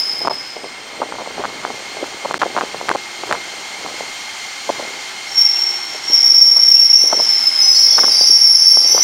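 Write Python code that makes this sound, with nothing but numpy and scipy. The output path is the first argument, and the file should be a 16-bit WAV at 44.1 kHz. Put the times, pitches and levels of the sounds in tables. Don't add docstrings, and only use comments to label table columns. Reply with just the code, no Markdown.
import sys
import numpy as np
from scipy import signal
from scipy.fft import rfft, irfft, next_fast_len
from scipy.io import wavfile
from scipy.ndimage import uniform_filter1d

SR = 44100
rng = np.random.default_rng(int(sys.argv[2]) if len(sys.argv) > 2 else 0)


def volts(x):
    e = np.asarray(x, float) / 20
    return 10 ** e


def master(y):
    cut = np.clip(np.atleast_2d(y).T, -1, 1)
    pcm = np.round(cut * 32767)
    wavfile.write(sys.argv[1], SR, pcm.astype(np.int16))


N = 398223
TIME = np.arange(N) / SR

# time_s, pitch_hz, level_db, octave_db, purity (0-1)
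FADING_SQUEAL = [
    (0.0, 5145, -18.5, -29, 0.042),
    (0.464, 5120, -32, -34, 0.046),
    (0.962, 5070, -56, -17, 0.05),
    (1.0, 5150, -50, -21, 0.05),
]
# time_s, loudness_db
TRAIN_LOUDNESS = [(0.0, -0.5), (0.6, -2.5), (1.8, 0.46), (3.0, 1), (4.1, 2.5), (6.0, 2), (6.8, 2.5), (7.25, 3),
                  (8.1, 3.5), (8.55, 1.5), (9.03, 5)]
# frequency_hz, density_db (per Hz)
ROLLING_SPECTRUM = [(18, -58), (30, -19), (115, -17.5), (394, -11), (499, -14.5), (801, -9.5), (1860, -8.5),
                    (2120, -5.5), (2540, -8), (3140, -8), (6900, -9), (10200, -26), (16000, -36)]
# pitch_hz, width_hz
INVERTER_BANDS = [(2128, 34), (3165, 55), (4225, 55), (4540, 40), (5750, 40), (8500, 30), (810, 60)]
INVERTER_BAND_DB = [2.5, -2.5, -1.5, -7, -11, -15.5, -4.5]
# time_s, strength_db
WIND = [(0.0, -1), (.35, -1), (.6, -4), (1.0, 2), (2.5, 0), (3.05, -3), (3.9, 0), (4.2, -3.5), (4.55, -4.5),
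        (4.8, 0), (5.2, -5), (6.3, -2), (6.9, -2.5), (7.6, -2.5), (8.1, 0), (8.5, -3.5), (9.03, .5)]
# start_s, peak_db, centre_hz
POPS = [(0.2176, -16.5, 700), (0.5668, -16, 660), (0.6434, -15.5, 780), (1.124, -11, 1100),
        (1.2751, -13.5, 745), (1.382, -13.5, 790), (1.651, -5, 1160), (1.7037, -12.5, 855),
        (1.9701, -16, 706), (2.3111, -6, 1020), (2.3429, -2, 1486), (2.4651, -10.5, 710), (2.746, -12, 720),
        (2.8133, -10.5, 890), (3.595, -29, 764), (3.863, -13, 1000), (3.8865, -21, 790), (4.0086, -13, 734),
        (4.8269, -17, 620), (4.973, -29, 775), (5.948, -21.5, 696), (6.101, -22, 373), (6.569, -17, 850),
        (7.04, -17, 483), (8.0823, -13.5, 1080), (8.2112, -13.5, 675), (8.299, -20.5, 455),
        (8.7719, -11.5, 950), (8.849, -24, 609), (8.979, -6.5, 1043)]
# start_s, length_s, peak_db, centre_hz
FLURRIES = [(0.2507, 0.0057, -10, 950), (0.274, 0.0075, -1.5, 1010), (0.2984, 0.016, -9, 830),
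            (1.0185, .018, -6, 925), (1.186, 0.036, -15.5, 850), (1.397, 0.023, -17, 880),
            (1.439, .015, -7.5, 1000), (2.0285, 0.0039, -10.5, 750), (2.2495, 0.0091, -8.5, 870),
            (2.4172, 0.0096, -1.5, 1060), (2.431, 0.0036, -2.5, 960), (2.5657, 0.0027, -4, 860),
            (2.577, 0.01, -3.5, 990), (2.6105, 0.0066, -4.5, 1087), (2.625, 0.0027, -16, 930),
            (2.8867, 0.0056, 0, 1310), (2.9015, 0.0026, -8, 1040), (2.9146, 0.0018, -1.5, 1280),
            (2.951, 0.012, -7, 870), (3.236, 0.0026, -12.5, 903), (3.309, 0.0086, -3.5, 890),
            (3.326, .004, -0.5, 1260), (3.3486, 0.0043, -12, 990), (4.6928, 0.0089, -3.5, 870),
            (4.797, 0.0035, -13.5, 674), (7.1278, 0.0047, -4.5, 1079), (7.193, 0.0085, -11.5, 790),
            (7.9818, 0.0099, -6, 1050), (8.0342, .013, -8.5, 1070), (8.948, 0.0022, -9.5, 800)]
# start_s, length_s
CHOKES = [
    (.2869, .0097),
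    (2.331, .0052),
    (2.381, .011),
    (2.8942, .0052),
    (2.9316, .0035),
    (2.9605, .0042),
    (3.3205, .002),
]
# start_s, hold_s, pitch_hz, level_db, glide_hz_per_s
MOTOR_LINE = [
    (2.1, 0.62, 366, -50, -3.5),
    (2.9, 0.62, 353, -48, -4),
    (4.852, .6, 379, -54, -10.5),
    (5.447, 0.44, 372.6, -47.5, -24),
    (5.807, 1, 306.5, -52.5, -4),
]
# full_s (time of full strength), hold_s, pitch_hz, level_db, glide_hz_per_s
SQUEALS = [(5.402, 0.062, 5490, -9.5, -150), (6.134, 0.89, 5500, -8.5, -17), (6.189, 0.29, 5157, -22, -29),
           (6.7, 0.25, 5140, -25.5, 10), (6.956, 0.094, 5954, -22, -16), (7.173, 0.084, 5420, -14, -300),
           (7.292, 0.27, 5320, -15, -450), (7.192, 0.083, 5134, -21.5, -29), (7.589, .17, 5175, -10, -200),
           (7.635, 0.044, 5920, -17.5, -46), (7.76, 0.23, 5550, -12.5, -150), (7.82, 0.45, 5196, -17.5, 59),
           (7.906, 0.36, 5950, -26, 7), (8.551, 0.17, 5950, -24.5, -53), (8.018, 0.23, 5430, -17.5, 6),
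           (8.116, 0.054, 4754, -15, 5), (8.279, 0.48, 5500, -9, -50.5), (8.416, 0.25, 5285, -15, 7),
           (8.552, 0.35, 4796, -23, -48.5), (8.86, 0.081, 5530, -16, 16), (8.877, .2, 5946, -15, -200),
           (8.895, 0.18, 5270, -24.5, 6)]
# start_s, hold_s, fade_s, pitch_hz, width_hz
BRIEF_MODES = [(7.72, .24, .05, 4495, 32), (8.12, .2, .15, 5770, 30), (7.87, .13, .04, 3425, 15),
               (7.7, .7, .3, 6200, 80), (8.53, .15, .2, 6160, 25), (5.45, .12, .1, 2740, 15),
               (6.7, .3, .05, 2750, 12), (7.95, .3, .05, 3830, 30), (8.08, .2, .08, 4960, 60),
               (8.06, .2, .08, 9920, 70), (7.65, .15, .05, 7480, 40), (8.15, .15, .04, 11600, 15),
               (8.5, .5, .1, 5000, 60)]
BRIEF_MODE_DB = [-22, -17, -32, -33, -26, -34.5, -39.5, -37, -18, -30.5, -36, -48, -27]
# frequency_hz, density_db (per Hz)
AMPLIFIER_HUM = [(20, 14), (100, -13), (400, -37), (20000, -36)]
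# frequency_hz, density_db (per Hz)
CONVERTER_HISS = [(20, 1), (300, 2), (2000, -5), (6000, -3), (13000, 3.5), (20000, 3.5)]

RUMBLE_DB, ROLL_DB, HISS_DB, INVERTER_DB = -42, -38, -44.5, -38
RUMBLE_SHARE, ROLL_SHARE, HISS_SHARE, INVERTER_SHARE = -0.16, 0.57, 1.8, 1.17
RUMBLE_PER_GUST = 1.26
LAMP_HZ, LAMP_DB = 8284, -54

ECHO_HZ, FADING_ECHO_HZ, DIRECT_HZ, SKIRT_HZ, SKIRT_DB = 46, 115, 8, 160, -10
CATCH_DB_PER_S, CATCH_GAIN_PER_S, RELEASE_DB_PER_S, SILENT_DB = 225, 250, 45, -46
PURITY, PURITY_PER_S, OCTAVE_DB, OCTAVE_DB_PER_S, OCTAVE_TAIL_DB = 0.14, 0.091, -37, 5, -25

GUST_S, GUST_LAG_S, GUST_FLOOR_DB, GUST_RISE_DB, GUST_PER_WIND = 0.03, 0.005, -36, 9, 0.5
FLURRY_GAP_S, FLURRY_SCATTER_DB, FLURRY_OCTAVES = 0.0042, 11, 0.55
LARGEST_ODDS = 0.03
DUCK_FROM_DB, DUCK_SLOPE, DUCK_S = -12.5, 0.97, 0.11


def curve(table):
    s, *columns = np.transpose(table)
    since_start = TIME - s[0] + (s[0] == 0)
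    until_end = s[-1] - TIME + (s[-1] > 9)
    gate = np.clip(np.minimum(since_start, until_end) * 25, 0, 1)
    return gate, *(np.interp(TIME, s, column) for column in columns)


def unit(x):
    return x / np.sqrt(np.mean(np.abs(x) ** 2))


def flutter(width_hz, skirt=2, size=N):
    count = next_fast_len(size // 64 + 2)
    hz = np.fft.fftfreq(count, 64 / SR)
    phase = 2j * np.pi * rng.random(count)
    spectrum = np.exp(phase - .5 * np.abs(hz / width_hz) ** skirt) * rng.rayleigh(size=count)
    slow = np.fft.ifft(spectrum)
    return unit(np.interp(np.arange(size), 64 * np.arange(count), slow))


def coloured(spectrum, lo_hz=1, hi_hz=SR, order=2):
    size = next_fast_len(N)
    hz = np.fft.rfftfreq(size, 1 / SR) + 1
    point_hz, point_db = np.array(spectrum).T
    gain = volts(np.interp(np.log(hz), np.log(point_hz), point_db))
    gain = gain / np.sqrt((1 + (lo_hz / hz) ** (2 * order)) * (1 + (hz / hi_hz) ** (2 * order)))
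    return unit(irfft(gain * rfft(rng.standard_normal(size)))[:N])


def turning(hz, size=N):
    return np.exp(2j * np.pi * np.cumsum(hz * np.ones(size)) / SR)


def squeal(table, echo_hz=ECHO_HZ):
    gate, *columns = curve(table)
    on = gate > 0
    hz, db, octave_db, purity = (column[on] for column in columns)
    size, purity = len(hz), np.clip(purity, 0, 1)
    pointer = turning(hz, size)
    direct = flutter(DIRECT_HZ, size=size)
    direct = direct / (np.abs(direct) + .01) ** .7
    first = np.sqrt(purity) * direct + np.sqrt(1 - purity) * flutter(echo_hz, 1.6, size)
    first = first + volts(SKIRT_DB) * flutter(SKIRT_HZ, size=size)
    octave = np.sqrt(purity) * flutter(25.2, size=size) + np.sqrt(1 - purity) * flutter(120, size=size)
    tone = first * pointer + volts(octave_db + 1.0) * octave * pointer ** 2
    gate[on] *= np.sqrt(2) * volts(db) * tone.real
    return gate


def rolling_noise(near_db):
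    gust_db = 10 * RUMBLE_PER_GUST * uniform_filter1d(gust(), size=5000)
    rumble_db = RUMBLE_DB + RUMBLE_SHARE * near_db + curve(WIND)[1] + gust_db
    roll_db = ROLL_DB + ROLL_SHARE * near_db
    hiss_db = HISS_DB + HISS_SHARE * near_db
    out = volts(rumble_db - 1.5 + 2.4 * flutter(5.4).real) * coloured(ROLLING_SPECTRUM, hi_hz=564)
    out += volts(roll_db + 3.5 + 0.7 * flutter(5.7).real) * coloured(ROLLING_SPECTRUM, lo_hz=560, hi_hz=2760)
    out += volts(hiss_db + 7.5 + 1.0 * flutter(7.6).real) * coloured(ROLLING_SPECTRUM, lo_hz=2800)
    return out


def lamp():
    return volts(LAMP_DB + 5.5 + 2.9 * flutter(11).real) * turning(LAMP_HZ).real


def inverter(near_db):
    whine_db = INVERTER_DB + INVERTER_SHARE * near_db
    out = np.zeros(N)
    for (hz, width_hz), db in zip(INVERTER_BANDS, INVERTER_BAND_DB):
        out += volts(whine_db + db) * (flutter(width_hz, 1.18) * turning(hz)).real
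    return out


def gust():
    coarse = TIME[::256]
    halo = sum(volts(row[-2] / 2) * np.exp(-((coarse - row[0] - GUST_LAG_S) / GUST_S) ** 2)
               for row in POPS + FLURRIES)
    return np.repeat(np.tanh(0.8 * halo), 256)[:N]


def slaps():
    rows = list(POPS)
    for (s, length, db, hz), chance in zip(FLURRIES, rng.random((len(FLURRIES), 8, 3))):
        count = min(int(length / FLURRY_GAP_S) + 2, 8)
        late, weak, pitch = chance[:count].T
        place = np.linspace(0, 1, count)
        place[1:-1] += (late[1:-1] - .5) / count
        pop_db = db - FLURRY_SCATTER_DB * (weak - weak.min())
        pop_hz = hz * 2 ** (FLURRY_OCTAVES * (pitch - weak))
        rows += zip(s + length * place, pop_db, pop_hz)
    return rows


def add_pop(out, s, db, hz, skew, turns_wide):
    turns = np.arange(-150, 150) / SR * hz
    pop = volts(db) * np.sin(2 * np.pi * turns + skew) * np.exp(-(turns / turns_wide) ** 2)
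    at = int(s * SR) + np.arange(300)
    inside = (at >= 150) & (at < N + 150)
    out[at[inside] - 150] += pop[inside]


def draught():
    out = np.zeros(N)
    for (s, db, hz), skew in zip(slaps(), rng.standard_normal(250)):
        add_pop(out, s, db + 1.4, 0.89 * hz, 0.89 * skew, .55)
        add_pop(out, s, 1.2 * db - 11 + 16 * np.log2(hz / 1000), 2.1 * hz, skew, .45)
    gust_db = GUST_FLOOR_DB + GUST_RISE_DB * gust() + GUST_PER_WIND * curve(WIND)[1]
    for when, size, pitch, skew in rng.random((3000, 4)):
        level_db = gust_db[int(when * N)]
        excess_db = level_db + 37.5
        if excess_db > 0:
            onset_db = 10 * np.log10(1.001 - volts(-2 * excess_db))
            pop_db = level_db + onset_db + 2.7 - 4.7 * np.log(size + LARGEST_ODDS)
            add_pop(out, when * N / SR, pop_db, 380 * 2 ** (1.7 * pitch), 2 * np.pi * skew, .55)
    return out


def membrane_passing():
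    passing = np.ones(N)
    for s, length in CHOKES:
        passing *= np.clip(np.abs(TIME - s - length / 2) * 4000 - length * 2000, .01, 1)
    return passing


def motor():
    out = np.zeros(N)
    for s, hold, hz, db, glide in MOTOR_LINE:
        gate, pitch_hz = curve([(s, hz), (s + hold, hz + glide * hold)])
        out += np.sqrt(2) * gate * volts(db + 0.54 * flutter(4.6).real) * turning(pitch_hz).real
    return out


def wheel_mode(s, hold, hz, db, glide):
    catch = CATCH_DB_PER_S + CATCH_GAIN_PER_S * max(s - 6.2, 0)
    swing_db = db - SILENT_DB
    times = np.array([s - swing_db / catch, s, s + hold, s + hold + swing_db / RELEASE_DB_PER_S])
    pitch_hz = hz + glide * np.minimum(times - s, hold + 0.146)
    octave_db = OCTAVE_DB + OCTAVE_DB_PER_S * (times - 6) + [8, 0, 0, OCTAVE_TAIL_DB]
    purity = (PURITY + PURITY_PER_S * (times - 6)) * [2, 1.4, 0.45, 0.67]
    return np.transpose([times, pitch_hz, [SILENT_DB, db, db, SILENT_DB], octave_db, purity])


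def brief_modes():
    out = np.zeros(N)
    for (s, hold, fade, hz, width_hz), db in zip(BRIEF_MODES, BRIEF_MODE_DB):
        on = (TIME > s) & (TIME < s + hold + 6 * fade)
        age = TIME[on] - s
        shape = np.clip(age * 30, 0, 1) * np.exp(-np.clip(age - hold, 0, None) / fade)
        out[on] += volts(db) * shape * (flutter(width_hz, size=len(age)) * turning(hz, len(age))).real
    return out


def brakes():
    out = squeal(FADING_SQUEAL, FADING_ECHO_HZ)
    out += sum(squeal(wheel_mode(*row)) for row in SQUEALS)
    return out + brief_modes()


def ducking(squeals):
    keep = np.exp(-1 / (DUCK_S * SR))
    loud_db = 10 * np.log10(signal.lfilter([1 - keep], [1, -keep], squeals ** 2) + 1e-9)
    return volts(-DUCK_SLOPE * np.clip(loud_db - DUCK_FROM_DB, 0, None))


def scene():
    squeals = brakes()
    near_db = curve(TRAIN_LOUDNESS)[1]
    train = rolling_noise(near_db) + lamp() + inverter(near_db) + motor()
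    passing = membrane_passing()
    heard = (squeals + ducking(squeals) * train) * passing
    low_cut = signal.butter(2, 200, "high", fs=SR, output="sos")
    mono = heard + signal.sosfilt(low_cut, draught() * passing)
    return np.array([mono, mono])


def low_pass(x):
    return signal.sosfilt(signal.butter(12, 17080, fs=SR, output="sos"), x)


def record(dry):
    dip = signal.lfilter(*signal.iirnotch(7930, 22, fs=SR), dry)
    heard = .1 * dry + .9 * dip
    heard = heard / (1 + np.abs(heard / 1.015) ** 6) ** (1 / 6)
    heard = signal.sosfilt(signal.butter(2, 90, "high", fs=SR, output="sos"), heard)
    slope = np.abs(uniform_filter1d(np.abs(np.gradient(heard[0])), size=90))
    hiss = np.array([coloured(CONVERTER_HISS), coloured(CONVERTER_HISS)])
    heard = heard + volts(-21 + 3.4 * flutter(45).real) * (slope + 3e-4) ** 0.92 * hiss
    heard = heard + volts(-63) * np.array([coloured(AMPLIFIER_HUM), coloured(AMPLIFIER_HUM)])
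    heard = signal.sosfilt(signal.ellip(8, .2, 40, 15750, fs=SR, output="sos"), heard)
    finished = np.clip(heard, -1, 1)
    return low_pass(finished)


dry = scene()
out = record(dry)
master(out)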